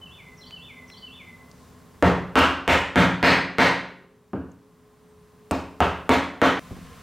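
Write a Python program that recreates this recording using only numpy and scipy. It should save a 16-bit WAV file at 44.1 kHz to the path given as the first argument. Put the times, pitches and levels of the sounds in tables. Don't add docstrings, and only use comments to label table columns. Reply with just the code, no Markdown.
import sys
import numpy as np
from scipy import signal
from scipy.fft import rfft, irfft
from scipy.io import wavfile
from scipy.ndimage import uniform_filter1d, minimum_filter1d

SR = 44100
rng = np.random.default_rng(int(sys.argv[2]) if len(sys.argv) > 2 else 0)


def inscribe(sig):
    pcm = np.round(np.clip(np.atleast_2d(sig).T, -1, 1) * 32767)
    wavfile.write(sys.argv[1], SR, pcm.astype(np.int16))


N = 309582
TIME_S = np.arange(N) / SR
RING_S = np.arange(SR) / SR
BINS_HZ = np.fft.rfftfreq(8192, 1 / SR)
EDIT_S = 6.595


def amp(db):
    return 10 ** (np.asarray(db) / 20)


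def read(points, hz):
    f_hz, value = np.transpose(points)
    return np.interp(np.log(hz + 1), np.log(f_hz + 1), value)


def hump(centre_hz, octaves, hz):
    return np.exp(-.5 * (np.log2((hz + 1) / centre_hz) / octaves) ** 2)


def lifted(peaks):
    return sum(db / (1 + ((BINS_HZ - hz) / width_hz) ** 2) for hz, width_hz, db in peaks)


def add(mix, s, sound):
    start = round(s * SR)
    sound = sound[..., max(-start, 0):]
    part = mix[..., max(start, 0):][..., :sound.shape[-1]]
    part += sound[..., :part.shape[-1]]


def colour(x, gain_db):
    cepstrum = irfft(np.log(amp(np.maximum(gain_db, -100))))
    half = len(cepstrum) // 2
    cepstrum[1:half] *= 2
    cepstrum[half + 1:] = 0
    taps = irfft(np.exp(rfft(cepstrum)))[:half]
    taps = taps.reshape((1,) * (x.ndim - 1) + (-1,))
    return signal.fftconvolve(x, taps, axes=-1)[..., :x.shape[-1]]


def spread(pair, width):
    side = colour(pair[1], read(width, BINS_HZ))
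    return np.array([pair[0] + side, pair[0] - side])


# f/Hz, t60/s, build-up time/s
ROOM = [(60, 0.94, 0.00384), (160, 0.66, .004), (414, 0.49, 0.0042), (1080, 0.53, 0.013),
        (2900, 0.53, 0.011), (7910, 0.42, 0.022), (15230, 0.3, 0.015)]
# f/Hz, side re mid/dB
ROOM_WIDTH = [(60, -0.5), (110, 0), (200, -16.5), (380, -19), (700, -19), (1290, -20.5), (2380, -24),
              (4400, -32.5), (8120, 3.5), (15000, -14.5)]


def room_tail():
    hz, t, bands = signal.stft(rng.standard_normal((2, SR)), SR, nperseg=256)
    t60_s = read([(f, decay) for f, decay, _ in ROOM], hz)[:, None]
    build_s = read([(f, build) for f, _, build in ROOM], hz)[:, None]
    envelope = (1 - np.exp(-t / build_s)) * amp(-60 * t / t60_s)
    tail = signal.istft(bands * envelope, SR, nperseg=256)[1][:, :SR]
    return spread(tail, ROOM_WIDTH)


# f/Hz, level/dB
AIR = [(15, -57), (25, -11.5), (61, -4.5), (99, -2), (164, -0.5), (246, -4.5), (274, -10), (552, -10.5),
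       (666, -14), (1080, -12.5), (1450, -17.5), (2060, -20.5), (2230, -23), (4750, -27.5), (15500, -34)]
# f/Hz, level/dB
LATE_AIR = [(15, -39), (25, -13.5), (86, -3.5), (129, -11.5), (169, -3), (359, -23.5), (399, -19),
            (457, -11.5), (552, -20), (722, -17), (826, -25.5), (1050, -16), (15500, -39.5)]
# f/Hz, half-width/Hz, level/dB
AIR_PEAKS = [(78.3, 4.4, 8.5), (175, 6.5, 6), (254.6, 7.2, 12), (1049, 22, 8.5)]
# f/Hz, side re mid/dB
AIR_WIDTH = [(60, -22.5), (110, -13), (200, -16.5), (380, -7), (700, -11.5), (1290, -14), (2380, -21.5),
             (4400, -17), (8120, 1), (15000, -9.5)]
AIR_DB, LATE_AIR_DB = -50.5, -45


def room_tone(spectrum, level_db):
    noise = spread(rng.standard_normal((2, N + SR)), AIR_WIDTH)
    air = colour(noise, read(spectrum, BINS_HZ) + lifted(AIR_PEAKS))[:, SR:]
    return amp(level_db) * air / air.std()


# t/s, level/dB
HUM = [(0, -63.5), (2, -67.5), (4.2, -54.5), (5.1, -53), (6.59, -55)]
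HUM_HZ = 425


def hum(waver=.3, drift_hz=1.5):
    knots_s = np.linspace(0, TIME_S[-1], 60)
    swell = np.interp(TIME_S, knots_s, rng.standard_normal(len(knots_s)))
    drift = np.interp(TIME_S, knots_s, rng.standard_normal(len(knots_s)))
    level = amp(np.interp(TIME_S, *np.transpose(HUM))) * (1 + waver * swell)
    return np.sqrt(2) * level * np.sin(2 * np.pi * np.cumsum(HUM_HZ + drift_hz * drift) / SR)


GLIDE_EASE, NOTE_SWELL = 2.58, 0.66
BURR_ABOVE_HZ, BURR_HZ = 3000, 129


def note(length_s, first_hz, last_hz, db, burr=0):
    t = np.arange(0, length_s, 1 / SR)
    pitch_hz = last_hz + (first_hz - last_hz) * (1 - t / length_s) ** GLIDE_EASE
    pitch_hz += burr * np.maximum(pitch_hz - BURR_ABOVE_HZ, 0) * np.sin(2 * np.pi * BURR_HZ * t)
    swell = abs(np.sin(np.pi * t / length_s)) ** NOTE_SWELL
    return np.sqrt(2) * amp(db) * swell * np.sin(2 * np.pi * np.cumsum(pitch_hz) / SR)


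# t/s, length/s, first f/Hz, last f/Hz, level/dB
WHISTLE = [(5.0, .07, 8800, 9100, -74), (5.07, .08, 8900, 8200, -72), (5.15, .1, 8500, 9300, -74.5)]


def thin_whistle():
    out = np.zeros(N)
    for s, *shape in WHISTLE:
        add(out, s, note(*shape))
    return out


# t into phrase/s, length/s, first f/Hz, last f/Hz, relative level/dB
PHRASE = [(0, .04, 6500, 5290, -8), (.038, .027, 4170, 4080, -2.5), (.058, .027, 3900, 3040, -2),
          (.088, .035, 3800, 4670, -1.5), (0.147, 0.041, 3086, 2980, 6), (.198, 0.025, 2900, 2672, 2.5),
          (.243, .05, 3070, 3590, 0), (0.313, .06, 2710, 2080, 2.5), (0.366, 0.147, 2090, 2025, -4)]
# t/s, level/dB, pitch factor
SONG = [(-.135, -48.5, 1), (0.369, -45.5, 1), (0.874, -46, 1)]


def bird(direct_db=-3.5, echo_db=-4.0, burr=0.1):
    song = np.zeros(N)
    for s, db, pitch in SONG:
        for after_s, length_s, first_hz, last_hz, note_db in PHRASE:
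            add(song, s + after_s, note(length_s, first_hz * pitch, last_hz * pitch, db + note_db, burr))
    tail = room_tail()
    echo = signal.fftconvolve(song[None], tail / np.linalg.norm(tail[0]), axes=1)[:, :N]
    return amp(direct_db) * song + amp(echo_db) * echo


def sleeve(at_s=1.63, length_s=0.11, level_db=-65, centre_hz=5000, octaves=0.78):
    noise = spread(rng.standard_normal((2, N)), AIR_WIDTH)
    swish = colour(noise, 20 * (hump(centre_hz, octaves, BINS_HZ) - 1))
    envelope = np.exp(-.5 * ((TIME_S - at_s) / length_s) ** 2)
    return amp(level_db) * swish / swish.std() * envelope


# t/s, gain/dB, centre f/Hz, width/octaves
TICKS = [(.508, -31, 2370, 1.9), (.900, -28.5, 2250, 1.9), (1.514, -36, 4900, 1.05),
         (4.447, -53.5, 5040, .8), (4.517, -38, 6600, .4)]
# t/s, gain/dB, centre f/Hz, width/octaves
BUMPS = [(6.708, -8.5, 120, 2.7), (6.766, -15, 95, 3.4)]
# t/s, gain/dB, centre f/Hz, width/octaves
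SPLITS = [(2.372, -12.5, 4000, 2.0), (2.388, -6.5, 4195, 2.3)]


def touches(rows, t60_s, room_db):
    out = np.zeros((2, N))
    for s, db, hz, octaves in rows:
        burst = rng.standard_normal(SR) * amp(-60 * RING_S / t60_s) + amp(room_db) * room_tail()
        band_db = 55 * (hump(hz, octaves, BINS_HZ) - 1)
        add(out, s, amp(db) * colour(burst, band_db))
    return out


# f/Hz, level/dB, t60/s
BENCH_MODES = [(53.5, -35, 0.56), (77.3, -22.5, 0.48), (90.8, -24.5, 0.47), (122.3, -28, 0.57),
               (164.2, -29.5, .6), (180.4, -23.5, 0.69), (194.8, -26, 0.45), (258.4, -15.5, 0.27),
               (273.7, -22, 0.6), (316, -23, 0.22), (385, -52, 2), (402, -29, 0.16), (482.6, -20.5, 0.37),
               (538, -35, 0.86), (589.5, -19.5, 0.24), (708, -18, 0.28), (877, -28, 0.31),
               (926, -24.5, 0.54), (944, -29.5, .42), (1124, -25.5, 0.23), (1502, -25.5, 0.49),
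               (1613, -26, 0.44), (1857, -27, 0.54), (2280, -26.5, 0.39)]
# f/Hz, gain/dB
WOOD = [(30, -46.5), (60, -21.5), (140, -15), (220, -6), (450, -0.5), (900, -2), (1500, -3), (2500, -5),
        (4500, -1), (7000, -1), (10000, -0.5), (13000, 7.5), (16000, 6)]


def bench_ring(shared_tail, snap_db, push_db=23.5, clatter_db=6, clatter_t60_s=0.14, clatter_hz=600,
               room_db=1, swell_s=0.0034, same=0.57):
    same = np.clip(same, 0, 1)
    dense = amp(room_db) * (np.sqrt(same) * shared_tail + np.sqrt(1 - same) * room_tail())
    clatter = amp(clatter_db + snap_db - 60 * RING_S / clatter_t60_s) * rng.standard_normal(SR)
    dense += colour(clatter, -10 * np.log10(1 + (BINS_HZ / clatter_hz) ** 2))
    dense[:, 0] -= amp(push_db + snap_db)
    modes = np.zeros(SR)
    for hz, db, t60_s in BENCH_MODES:
        phase = 2 * np.pi * (hz * RING_S + rng.random())
        modes += amp(db - 60 * RING_S / t60_s) * np.sin(phase)
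    return colour(dense, read(WOOD, BINS_HZ)) + modes * (1 - np.exp(-RING_S / swell_s))


# t/s, force/dB
SET_DOWN = (4.3335, -1.7)
# f/Hz, gain/dB
LANDING = [(45, -18), (85, 3), (190, 0), (300, 3), (390, -2), (520, -9.5), (800, -14.5), (1600, -15.5),
           (1950, -31.5), (2850, -29), (3600, -45.5), (12000, -66)]


def set_down(snap_db=4.5):
    out = np.zeros((2, N))
    s, force_db = SET_DOWN
    landing = colour(bench_ring(room_tail(), snap_db), read(LANDING, BINS_HZ))
    add(out, s, amp(force_db) * landing)
    return out


def contact(corner_hz, slope_db=18):
    return -slope_db / 6 * np.log2(1 + (BINS_HZ / corner_hz) ** 6)


def grip():
    knots_hz = np.geomspace(900, 16000, 70)
    return np.interp(BINS_HZ, knots_hz, 1.6 * rng.standard_normal(len(knots_hz)), left=0)


def depths():
    s, force_db = np.transpose(BLOWS)[:2]
    cuts = amp(force_db[s < SET_DOWN[0]]), amp(force_db[s > SET_DOWN[0]])
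    return np.concatenate([np.cumsum(cut) / cut.sum() for cut in cuts])


CONTACT_HZ, CONTACT_OCTAVES_PER_DB = 1473, 0.0457
SWAY_DB, SWAY_LOSS_DB, SWAY_CURVE = 4, 14, 1.7
# f/Hz, half-width/Hz, level/dB
CHISEL = [(2540, 25, 2), (3720, 77, 0), (5420, 100, 4), (6280, 120, 7.5), (6990, 110, 6.5),
          (8090, 350, 7.5), (9400, 150, 5.5), (12200, 500, 6.5)]
# t/s, force/dB, board thud/dB, mallet knock/dB, fibre crunch f/Hz, crunch/dB,
# crack f/Hz, crack/dB, steel brightness/dB
BLOWS = [ (2.0254, 5.5, 7.5, -1.5, 417, 4, 1750, -0.5, -1.5),
         (2.3560, 12.5, -4.5, 5, 1200, 7, 2890, 7.5, 2), (2.6782, 11, -4.5, -3.5, 2030, 3.5, 3000, 5.5, 2),
         (2.9585, 11, 8, 4.5, 1630, 3.5, 3360, 4.5, 0), (3.2287, 18, 1.5, 2.5, 2050, 6.5, 4500, 8.5, -4),
         (3.5845, 14.5, -0.5, 0.5, 1920, 5, 4150, 6.5, -1), (5.511, -7, 0, 4.5, 700, 0.5, 2550, 8, 14),
         (5.8045, -0.5, -1.5, -6, 520, -1.5, 2860, 8, 4), (6.0930, 5.5, -4, 5.5, 2320, 3.5, 3800, 2.5, 5.5),
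         (6.4167, 9, -4, 2.5, 1500, 2, 3450, 5.5, -1)]


def mallet(snap_per_db=0.26, snap_from_db=7.0, crunch_octaves=0.28, crack_octaves=0.17,
           tick_db=-33.0, tick_t60_s=0.027, tick_hz=6800, tick_octaves=0.89):
    out, shared_tail = np.zeros((2, N)), room_tail()
    for blow, depth in zip(BLOWS, depths()):
        s, force_db, thud_db, knock_db, crunch_hz, crunch_db, crack_hz, crack_db, bright_db = blow
        sway_db = SWAY_DB - SWAY_LOSS_DB * depth ** SWAY_CURVE
        contact_db = contact(CONTACT_HZ * 2 ** (CONTACT_OCTAVES_PER_DB * force_db))
        bite_db = read([(35, 0), (75, sway_db), (125, thud_db), (185, thud_db), (265, knock_db),
                        (380, 0), (2000, 0.001), (5000, bright_db)], BINS_HZ)
        bite_db += crunch_db * hump(crunch_hz, crunch_octaves, BINS_HZ)
        bite_db += crack_db * hump(crack_hz, crack_octaves, BINS_HZ)
        chisel_db = lifted(CHISEL) + grip()
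        snap_db = snap_per_db * (snap_from_db - force_db)
        wood = colour(bench_ring(shared_tail, snap_db), contact_db + bite_db + chisel_db)
        tick = spread(rng.standard_normal((2, SR)), ROOM_WIDTH)
        tick = tick * amp(tick_db + bright_db - 60 * RING_S / tick_t60_s)
        steel = colour(tick, 20 * (hump(tick_hz, tick_octaves, BINS_HZ) - 1) + chisel_db)
        add(out, s, amp(force_db) * (wood + steel))
    return out


def scene():
    background = room_tone(AIR, AIR_DB) + hum() + thin_whistle() + bird()
    handling = sleeve() + touches(TICKS, t60_s=0.017, room_db=-61) + set_down()
    chopping = background + handling + touches(SPLITS, t60_s=0.046, room_db=-26) + mallet()
    afterwards = room_tone(LATE_AIR, LATE_AIR_DB) + touches(BUMPS, t60_s=0.12, room_db=-16.5)
    return np.where(TIME_S < EDIT_S, chopping, afterwards)


def held(over_db, db_per_s):
    fall_db = TIME_S * db_per_s
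    return np.maximum.accumulate(over_db + fall_db) - fall_db


def record(dry, ceiling_db=-4.5, quick_db_per_s=115, slow_db_per_s=4.5, slow_share=0.57,
           round_level=.58, band_edge_hz=15950):
    peak = -minimum_filter1d(-abs(dry).max(0), size=45)
    over_db = np.maximum(20 * np.log10(peak + 1e-9) - ceiling_db, 0)
    duck_db = np.maximum(held(over_db, quick_db_per_s), held(slow_share * over_db, slow_db_per_s))
    ducked = dry * amp(-uniform_filter1d(duck_db, size=45) * (TIME_S < EDIT_S))
    rounded = ducked / (1 + (ducked / round_level) ** 8) ** (1 / 8)
    low_pass = signal.firwin(511, band_edge_hz, window=("kaiser", 9), fs=SR)
    return signal.oaconvolve(rounded, low_pass[None], "same")


dry = scene()
out = record(dry)
inscribe(out)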